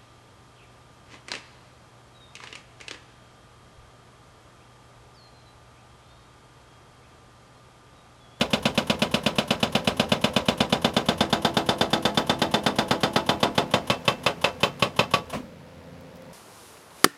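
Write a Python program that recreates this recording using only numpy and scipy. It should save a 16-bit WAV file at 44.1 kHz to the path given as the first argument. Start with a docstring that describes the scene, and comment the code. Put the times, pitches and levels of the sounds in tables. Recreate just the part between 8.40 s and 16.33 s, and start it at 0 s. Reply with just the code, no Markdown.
"""A hydraulic breaker on an excavator pounds a concrete block in an open pit beside a wall.
Each cycle is a spit of oil (coloured noise), then the piston's blow, a noise crack that rings the steel.
As the chisel bites in, it clanks in its crater and the block booms; the blows slow as the block gives way.
A last stroke ends in a soft clunk; then the engine hums on with a thin oil whistle and a few falling chips.
Until the clunk, splinters patter around the blows; engine and pump tones run throughout over rushing noise."""
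import sys
import numpy as np
from scipy import signal
from scipy.fft import rfft, irfft, next_fast_len
from scipy.io import wavfile

SR = 44100
rng = np.random.default_rng(int(sys.argv[2]) if len(sys.argv) > 2 else 0)


def transcribe(signal):
    """Save signal, clipped to [-1, 1], as a 16-bit WAV file at the path in sys.argv[1]."""
    frames = np.atleast_2d(signal).T
    limited = np.clip(frames, -1, 1)
    pcm = np.round(limited * 32767).astype(np.int16)
    wavfile.write(sys.argv[1], SR, pcm)


N = 349713

TIME = np.arange(N) / SR
# samples that one stroke lasts, with its clock (s) and the frequencies (Hz) of its spectrum
SIZE = 2 ** 14
AGE = np.arange(SIZE) / SR
HZ = np.fft.rfftfreq(SIZE, 1 / SR)
# start of the last, cushioned stroke
CLUNK_S = 6.925


def amp(db):
    """Turn decibels into a plain multiplier."""
    return 10 ** (np.asarray(db) / 20)


def rms_one(x):
    """Scale a sound to an average (rms) strength of 1."""
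    return x / np.sqrt(np.mean(x ** 2) + 1e-20)


def at_hz(table, hz, axis=1):
    """Read one column of a table, with frequency on a logarithmic scale."""
    table = np.array(table, float)
    return np.interp(np.log(np.maximum(hz, 1)), np.log(table[:, 0]), table[:, axis])


def in_time(rows, at=TIME):
    """Read every column of a time curve at the given moments."""
    s, *columns = np.transpose(rows)
    return [np.interp(at, s, column) for column in columns]


def noise(gain_of_hz):
    """Make steady noise, shaped over frequency, with rms 1."""
    size = next_fast_len(N)
    spectrum = rfft(rng.standard_normal(size))
    shaped = irfft(spectrum * gain_of_hz(np.fft.rfftfreq(size, 1 / SR)), size)
    return rms_one(shaped[:N])


def drift(rate_hz):
    """Wander slowly and randomly, with rms 1."""
    return noise(lambda hz: 1 / (1 + (hz / rate_hz) ** 2))


def fade(t60):
    """Die away by 60 dB in t60 seconds."""
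    return np.exp(-np.log(1000) * AGE / t60)


def swell(rise_s):
    """Rise smoothly from silence at the start of a stroke."""
    return 1 - np.exp(-AGE / rise_s)


def alike_noise(likeness):
    """Give each stroke a row of noise that keeps a share of the last, as the same parts shake the same way."""
    rows = rng.standard_normal((len(likeness), SIZE))
    for k, keep in enumerate(np.clip(likeness, 0, 1)):
        if k:
            rows[k] = keep * rows[k - 1] + np.sqrt(1 - keep ** 2) * rows[k]
    return rows


def coloured(bursts, colour_db, even_hz=25, even_share=0.059):
    """Even out each burst's spectrum, then colour it, with a filter that never sounds ahead of its input."""
    spectra = rfft(bursts)
    bins = np.arange(len(HZ))
    # the averaging window widens with frequency
    reach = np.maximum((even_hz + even_share * HZ) / 2 / HZ[1], 1).astype(int)
    low, high = np.maximum(bins - reach, 0), np.minimum(bins + reach, bins[-1])
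    power = np.abs(spectra) ** 2
    for _ in range(2):
        summed = np.cumsum(power, axis=-1)
        power = (summed[..., high] - summed[..., low]) / (high - low)
    # folding the cepstrum gives the filter minimum phase
    cepstrum = irfft(np.log(amp(colour_db) / np.sqrt(power + 1e-12)))
    cepstrum[..., 1:SIZE // 2] *= 2
    cepstrum[..., SIZE // 2 + 1:] = 0
    return irfft(spectra * np.exp(rfft(cepstrum)))


def placed(times, sounds):
    """Lay each sound down at its time."""
    out = np.zeros(N + 2 * SIZE)
    for s, sound in zip(times, sounds):
        start = SIZE + int(round(s * SR))
        out[start:start + SIZE] += sound
    return out[SIZE:SIZE + N]


# how the chisel sits: time_s, seat [0 on the hard face, 1 wedged in its crater, 2 broken through]
SEAT = [(0, 0.37), (1.9, 0.36), (2.3, 0.49), (3.0, 0.95), (5.0, 1.25), (5.65, 1.74), (6.8, 1.85)]
# pace of the piston in the steady run: time_s, blows_per_s
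PACE = [(0, 8.179), (.76, 8.25), (1.21, 8.153), (1.76, 8.168), (2.27, 8.319), (3.57, 8.26), (4.58, 8.082),
        (4.9, 7.512)]
# the block takes up more of each blow as the chisel bites in: time_s, weight_db
BITE = [(1.1, -3.5), (2.5, -.8), (4.9, 0.5)]
# single, laboured blows as the block gives way: start_s, weight_db, extra_thud_db
SLOW_BLOWS = [(5.0288, 1.5, -3), (5.1777, 0.5, -1), (5.3371, 0.5, -0.5), (5.499, -1.5, 1.3),
              (5.678, -1.5, 1), (5.862, -0.5, -5), (6.0411, .5, -8), (6.2309, -1.5, 1), (6.4227, -2, 3),
              (6.5902, -0.1, 1), (6.7366, -2.5, 1.5)]


def blows(first_s=.0092, steady_until_s=4.95, face_thud_db=2, thud_loss_db=3.5):
    """Time the steady piston cycles, then the slow blows; a firmer thud comes from the hard face."""
    clock = np.linspace(first_s, steady_until_s, SIZE)
    pace, = in_time(PACE, clock)
    cycles = np.cumsum(pace) * (clock[1] - clock[0])
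    # one blow at each whole cycle
    steady = np.interp(np.arange(cycles[-1]), cycles - cycles[0], clock)
    weight_db, = in_time(BITE, steady)
    seat, = in_time(SEAT, steady)
    run = np.column_stack([steady, weight_db, face_thud_db - thud_loss_db * seat])
    times, weight_db, thud_db = np.vstack([run, SLOW_BLOWS]).T
    return times, in_time(SEAT, times)[0], weight_db, thud_db


# engine and pump: time_s, firing_hz [middle of its wobble], gain_db
ENGINE = [(0, 84.7, -41.5), (5.5, 84.73, -41), (6.9, 85.4, -44.5), (7.15, 86.5, -47.5), (7.4, 86.1, -47),
          (7.7, 86.7, -46.5), (7.93, 87.9, -45.5)]
# engine and pump tones: multiple_of_firing_hz, relative_level_db [middle of its waver]
ENGINE_ORDERS = [(1, -12), (5 / 3, -11), (2, -8.5), (3, -11), (6, -9), (32 / 3, -22), (10, -34)]
# colour of fan, engine block and oil flow: pitch_hz, relative_level_db
ENGINE_NOISE = [(25, -22), (53, -14), (80, -6.5), (150, -7), (240, -5), (340, -14.5), (520, -5), (700, -13),
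                (1500, -20), (2200, -22.5), (5000, -30.5), (9200, -40.5), (11100, -38.5), (16000, -50)]


def engine(noise_db=-1, wobble=0.00492, waver_db=3.0, throb=0.17):
    """Sum firing and pump tones over fan and flow noise that throbs with the firings."""
    firing_hz, gain_db = in_time(ENGINE)
    phase = 2 * np.pi * np.cumsum(firing_hz * (1 + wobble * drift(9.0))) / SR
    tones = 0
    for multiple, level_db in ENGINE_ORDERS:
        strength = amp(level_db + waver_db * drift(6.5)) * np.sqrt(2)
        tones = tones + strength * np.sin(multiple * phase + rng.uniform(0, 2 * np.pi))
    rush = noise(lambda hz: amp(at_hz(ENGINE_NOISE, hz)) * hz / (hz + 10))
    rush = rush * (1 + throb * np.sin(phase))
    return amp(gain_db) * (tones + amp(noise_db) * rush)


# thin whistle of oil in the idle circuit: time_s, level_db
WHISTLE = [(7.05, -110), (7.2, -81), (7.5, -79), (7.93, -83)]


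def whistle(centre_hz=10650, width_hz=130):
    """Oil sings in a narrow passage once the breaker rests: noise in a very narrow band."""
    level_db, = in_time(WHISTLE)
    return amp(level_db) * noise(lambda hz: 1 / (1 + ((hz - centre_hz) / width_hz) ** 2))


# falling chips: start_s, relative_level_db
CHIPS = [(7.609, -23), (7.757, -21), (7.769, -23), (7.822, -22)]
# colour of a chip's tick: pitch_hz, relative_level_db
CHIP_COLOUR = [(500, -25), (4500, -5), (8000, -13), (13000, -11), (16000, -10)]


def chips(t60=.012):
    """Small pieces of concrete tick on the rubble: very short noise bursts."""
    times, level_db = np.transpose(CHIPS)
    ticks = rng.standard_normal((len(times), SIZE)) * fade(t60)
    return placed(times, coloured(ticks, level_db[:, None] + at_hz(CHIP_COLOUR, HZ), even_hz=1000))


def grit(per_s=160, level_db=-63, spread_db=4, cycles=22, count=12):
    """Until the clunk, splinters patter on the rubble, each hit ringing one of several high resonators."""
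    flying = rng.random(N) < per_s * (TIME < CLUNK_S) / SR
    hits = flying * amp(level_db + spread_db * np.minimum(rng.exponential(1, N), 4))
    dealt = rng.integers(0, count, N)
    out = 0
    for k, hz in enumerate(np.geomspace(3500, 13000, count)):
        # each ring dies by 60 dB over the same number of cycles
        r = np.exp(-np.log(1000) * hz / cycles / SR)
        w = 2 * np.pi * hz / SR
        struck = hits * (dealt == k) + 1e-18
        out = out + signal.lfilter([0, np.sin(w)], [1, -2 * r * np.cos(w), r * r], struck)
    return out


# colour of the ground's rumble: pitch_hz, relative_level_db
GROUND_COLOUR = [(15, -12), (30, -6), (60, 11), (90, 8), (200, -25), (1000, -70)]


def ground(level_db=9, loss_per_seat_db=7, rise_s=.008, t60=0.79, likeness=0.76):
    """Each blow sends a low rumble through the ground, strongest while the block is whole."""
    times, seat, *_ = blows()
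    shakes = alike_noise(np.full(len(times), likeness)) * swell(rise_s) * fade(t60)
    colour_db = level_db - loss_per_seat_db * seat[:, None] + at_hz(GROUND_COLOUR, HZ)
    return placed(times, coloured(shakes, colour_db))


# boom of the block: pitch_hz [middle of its shifts], relative_level_db, t60_s
BLOCK_MODES = [(205.3, -29, 0.38), (256.3, -33, 0.4), (296, -33, .35), (332.5, -27.5, 0.37),
               (406.4, -31, 0.27), (668, -26, 0.29), (862, -34.5, 0.51)]
# the block comes loose, and later splits and booms less: time_s, gain_db
LOOSENESS = [(0, -13), (2.1, -19), (2.9, -0.5), (5.2, 0.5), (5.7, -15)]


def block(rise_s=0.016, spread_db=1.0, phase_spread=0.16, detune=.012):
    """The loosened block booms on between blows, its pitch shifting a little as it rocks."""
    times, *_ = blows()
    loose_db, = in_time(LOOSENESS, times)
    rings = 0
    for hz, level_db, t60 in BLOCK_MODES:
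        size, phase, shift = rng.standard_normal((len(times), 3)).T[..., None]
        cycles = hz * (1 + detune * shift) * AGE + phase_spread * phase
        strength = amp(level_db + loose_db[:, None] + spread_db * size)
        rings = rings + strength * np.sin(2 * np.pi * cycles) * fade(t60)
    return placed(times, rings * swell(rise_s))


# colour of oil spitting through the valve: pitch_hz, relative_level_db
VALVE_COLOUR = [(100, -32), (400, -15), (900, -1.5), (2300, -20), (3050, -7), (4300, -19.5), (5900, -17.5),
                (8600, -23.5), (9600, -13.5), (11300, -17), (13000, -25), (16000, -40)]


def valve(level_db=6.0, lead_s=.029, rise_s=0.0048, t60=0.083, likeness=1.0):
    """The valve switches just before each stroke and oil spits through it, the same way each time."""
    times = np.append(blows()[0], CLUNK_S) - lead_s
    spits = alike_noise(np.full(len(times), likeness)) * swell(rise_s) * fade(t60)
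    return placed(times, coloured(spits, level_db + at_hz(VALVE_COLOUR, HZ), even_hz=400))


# colour of the last stroke's rattle: pitch_hz, relative_level_db
CLUNK_COLOUR = [(29, -50), (50, -8), (218, -8), (246, -10), (389, -15), (661, -4.5), (905, -22),
                (973, -6.5), (1470, -22), (2750, -19.5), (3180, -25.5), (9640, -37.5), (16000, -50)]


def clunk(level_db=25, rise_s=0.036, t60=0.14, boom_db=25, boom_hz=245, boom_width_hz=55, boom_t60=0.45):
    """The piston sinks into its oil cushion: the housing rattles, then booms on."""
    rattle, boom = rng.standard_normal((2, SIZE)) * swell(rise_s)
    rattle = coloured(rattle * fade(t60), level_db + at_hz(CLUNK_COLOUR, HZ))
    boom_colour_db = boom_db - 10 * np.log10(1 + (2 * (HZ - boom_hz) / boom_width_hz) ** 2)
    boom = coloured(boom * fade(boom_t60), boom_colour_db)
    return placed([CLUNK_S], [rattle + boom])


# ring of the steel between blows:
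# pitch_hz [middle], level_when_loose_db [middle], t60_s, loss_per_step_of_firmness_db
FREE_RING = [(1130, -34, .3, 8), (2665, -38, .32, 5.5), (3090, -37, .24, 5), (3850, -43, .2, 6),
             (5080, -42, .2, 3), (6800, -46, .18, 1), (8350, -48, .2, 1), (10050, -48, .16, 0),
             (11950, -47, .16, 2), (14000, -55, .15, 2)]


def free_ring(spread_db=2.5, rise_s=0.0039, clang_db=17, clang_damped_db=15, clang_t60=0.1,
              clang_top_hz=3800, detune=.004):
    """A firm seat damps the chisel; looser, it sings on, and its lower modes start with a growing clang."""
    times, seat, *_ = blows()
    firmness = np.maximum(2 - seat[:, None], 0)
    rings = 0
    for hz, level_db, t60, damped_db in FREE_RING:
        size, phase, shift = rng.standard_normal((len(times), 3)).T[..., None]
        clang = amp(clang_db - clang_damped_db * firmness) / (1 + np.square(hz / clang_top_hz) ** 2)
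        strength = amp(level_db - damped_db * firmness + spread_db * size)
        envelope = strength * (fade(t60) + clang * fade(clang_t60))
        rings = rings + envelope * np.sin(2 * np.pi * (hz * (1 + detune * shift) * AGE + phase))
    return placed(times, rings * swell(rise_s))


# clank of the chisel against the sides of its crater: time_s, level_db
CLANK = [(0, -36), (3.0, -31), (3.9, -17), (4.7, -21.5), (5.4, -14.5), (5.7, -36), (6.8, -42)]


def clank(hz=3525, t60=0.049, rise_s=0.001, spread_hz=14):
    """Deep in its crater the chisel clanks near one pitch, which the concrete soon damps."""
    times, *_ = blows()
    level_db, = in_time(CLANK, times)
    pitch_hz = hz + spread_hz * rng.standard_normal((len(times), 1))
    tones = amp(level_db)[:, None] * np.sin(2 * np.pi * pitch_hz * AGE)
    return placed(times, tones * fade(t60) * swell(rise_s))


# resonances of chisel, housing and block, with the lift each gives in three seats:
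# pitch_hz, width_hz, lift_on_face_db, lift_wedged_db, lift_broken_through_db
MODES_OF_BREAKER = [(125, 32, 0, 2.5, 0), (217, 68, 11.5, 3.5, 7), (240, 61, 7, 10, -6.5),
                    (290, 19, -1, 0, -10), (330, 14.5, 4.5, 16.5, 0.5), (354.7, 45, 2, -14.5, 10),
                    (416.4, 49, 13, 17.5, 14), (496.5, 37, 8, 11, 3.5), (554, 113, 11, 8.5, 18.5),
                    (607, 85, 17, 5, 3.5), (698.2, 22, 10, 14.5, 13.5), (774, 43, 13.5, 11.5, -6),
                    (854.6, 103, 1, 14.5, 12), (988, 20, 13.5, 15, 9), (1109, 184, 10.5, 4.5, 21),
                    (1287.6, 44, 8, 15.5, 11), (1445, 42, 5, 13.5, 2), (1554, 109, 11.5, 9, 8.5),
                    (1980, 310, -11, 8, 4), (2095, 140, 18.5, -4, 9), (2490, 200, 15.5, -1, 12.5),
                    (2672, 265, 10.5, -0.5, 14), (2965, 263, 19, 0, 8), (3088, 144, -4.5, 10.5, 5.5),
                    (3540, 198, 10.5, 15, 10.5), (3954, 140, 8.5, 3, 7), (4170, 110, 1.5, 4.5, 2),
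                    (4750, 102, -5, 12.5, 5.5), (5090, 360, 6.5, 5, 9), (6610, 200, 4.5, 5.5, 5),
                    (10110, 170, 5.5, 6, 5)]
# broad colour of a blow: pitch_hz, relative_level_db
BLOW_COLOUR = [(50, -17), (80, -7), (120, 1.5), (180, 0.6), (400, -13), (700, -12.5), (1700, -16),
               (2400, -15.5), (3500, -12.5), (6000, -22.5), (8500, -27.5), (11000, -30), (15500, -43.5)]


def blow_colour(ring_share, thud_hz=300, crack_hz=2000, crack_db=-0.12):
    """Colour each blow: the seat picks the resonances; weight and thud act mainly on body and lows."""
    _, seat, weight_db, thud_db = blows()
    centre_hz, width_hz, *lifts_db = np.transpose(MODES_OF_BREAKER)
    bells = 1 / (1 + (2 * (HZ - centre_hz[:, None]) / width_hz[:, None]) ** 2)
    # blend the two nearest seats
    distance = np.abs(np.clip(seat, 0, 2)[:, None] - np.arange(len(lifts_db)))
    share = np.clip(1 - distance, 0, 1)
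    resonances_db = ring_share * share @ np.array(lifts_db) @ bells
    low = 1 / (1 + np.square(HZ / thud_hz) ** 2)
    body = 1 / (1 + np.square(HZ / crack_hz) ** 2)
    tone_db = np.outer(thud_db, low) + np.outer(weight_db, body) + crack_db * (1 - body)
    return at_hz(BLOW_COLOUR, HZ) + resonances_db + tone_db


# how a blow dies away: pitch_hz, crack_t60_s, tail_relative_level_db, tail_t60_s
DYING = [(149, 0.044, -9, 0.27), (544, 0.043, 5, 0.18), (1470, 0.055, 1, 0.15), (3300, 0.043, -6.5, 0.13),
         (6000, 0.06, -6.5, 0.15), (11000, 0.056, -11, 0.086)]


def dying(rows, t60s):
    """Let each frequency band of the noise fade at its own pace."""
    spectra = rfft(rows)
    centres_hz = np.array(DYING)[:, 0]
    faded = 0
    for own, t60 in zip(np.eye(len(t60s)), t60s):
        # each band overlaps its neighbours in a triangle
        band = irfft(spectra * at_hz(np.column_stack([centres_hz, own]), HZ))
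        faded = faded + band * fade(t60)
    return faded


def shaking(seat, firm_share=0.01, share_per_seat=0.076, loose_share=0.1, fresh=0.3):
    """Blows repeat closely on the hard face and differ more as the block loosens."""
    change = firm_share + share_per_seat * seat + loose_share * np.maximum(seat - 1, 0)
    return alike_noise(1 - change) + fresh * rng.standard_normal((len(seat), SIZE))


def pit(level_db=25.0, rise_s=0.013, ring_share=0.34):
    """Each blow scatters off rubble and banks into a grainy tail, longest in the lows."""
    times, seat, *_ = blows()
    hz, _, tail_db, tail_t60 = np.transpose(DYING)
    colour_db = level_db + blow_colour(ring_share) + at_hz(np.column_stack([hz, tail_db]), HZ)
    scatter = shaking(seat, firm_share=0.048, share_per_seat=0.13, loose_share=.15, fresh=0.25)
    return placed(times, coloured(dying(scatter, tail_t60) * swell(rise_s), colour_db))


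def wall(direct, delay_s=0.044, level_db=-23, low_hz=500):
    """The wall throws back a faint, thin slap: a late copy with less bass."""
    slap = signal.sosfilt(signal.butter(1, low_hz, "high", fs=SR, output="sos"), direct)
    return amp(level_db) * np.interp(TIME - delay_s, TIME, slap, left=0)


def cracks(level_db=23.0, shove=0.51, shove_s=0.00411, shove_width_s=0.00086):
    """Steel hits concrete: one shove of the whole housing inside a short, dense crack of noise."""
    times, seat, *_ = blows()
    crack_t60 = np.transpose(DYING)[1]
    # a loosely seated chisel cracks more abruptly
    rise_s = np.interp(seat, np.arange(3), [.004, .0018, .0009])
    burst = dying(shaking(seat), crack_t60) * swell(rise_s[:, None])
    thud = shove * np.exp(-((AGE - shove_s) / shove_width_s) ** 2)
    return placed(times, coloured(burst + thud, level_db + blow_colour(ring_share=1)))


def scene():
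    """Add up breaker, machine and rubble, heard from one spot."""
    direct = cracks() + clank()
    breaker = direct + wall(direct) + pit() + free_ring() + valve() + clunk()
    surroundings = block() + ground() + engine() + whistle() + grit() + chips()
    return (breaker + surroundings)[None]


def record(dry, bass_hz=30, cutoff_hz=15900):
    """The microphone thins the deepest bass, and a steep filter cuts the top."""
    thinned = signal.sosfilt(signal.butter(1, bass_hz, "high", fs=SR, output="sos"), dry)
    return signal.sosfilt(signal.ellip(10, .1, 80, cutoff_hz, fs=SR, output="sos"), thinned)


dry = scene()
out = record(dry)
transcribe(out)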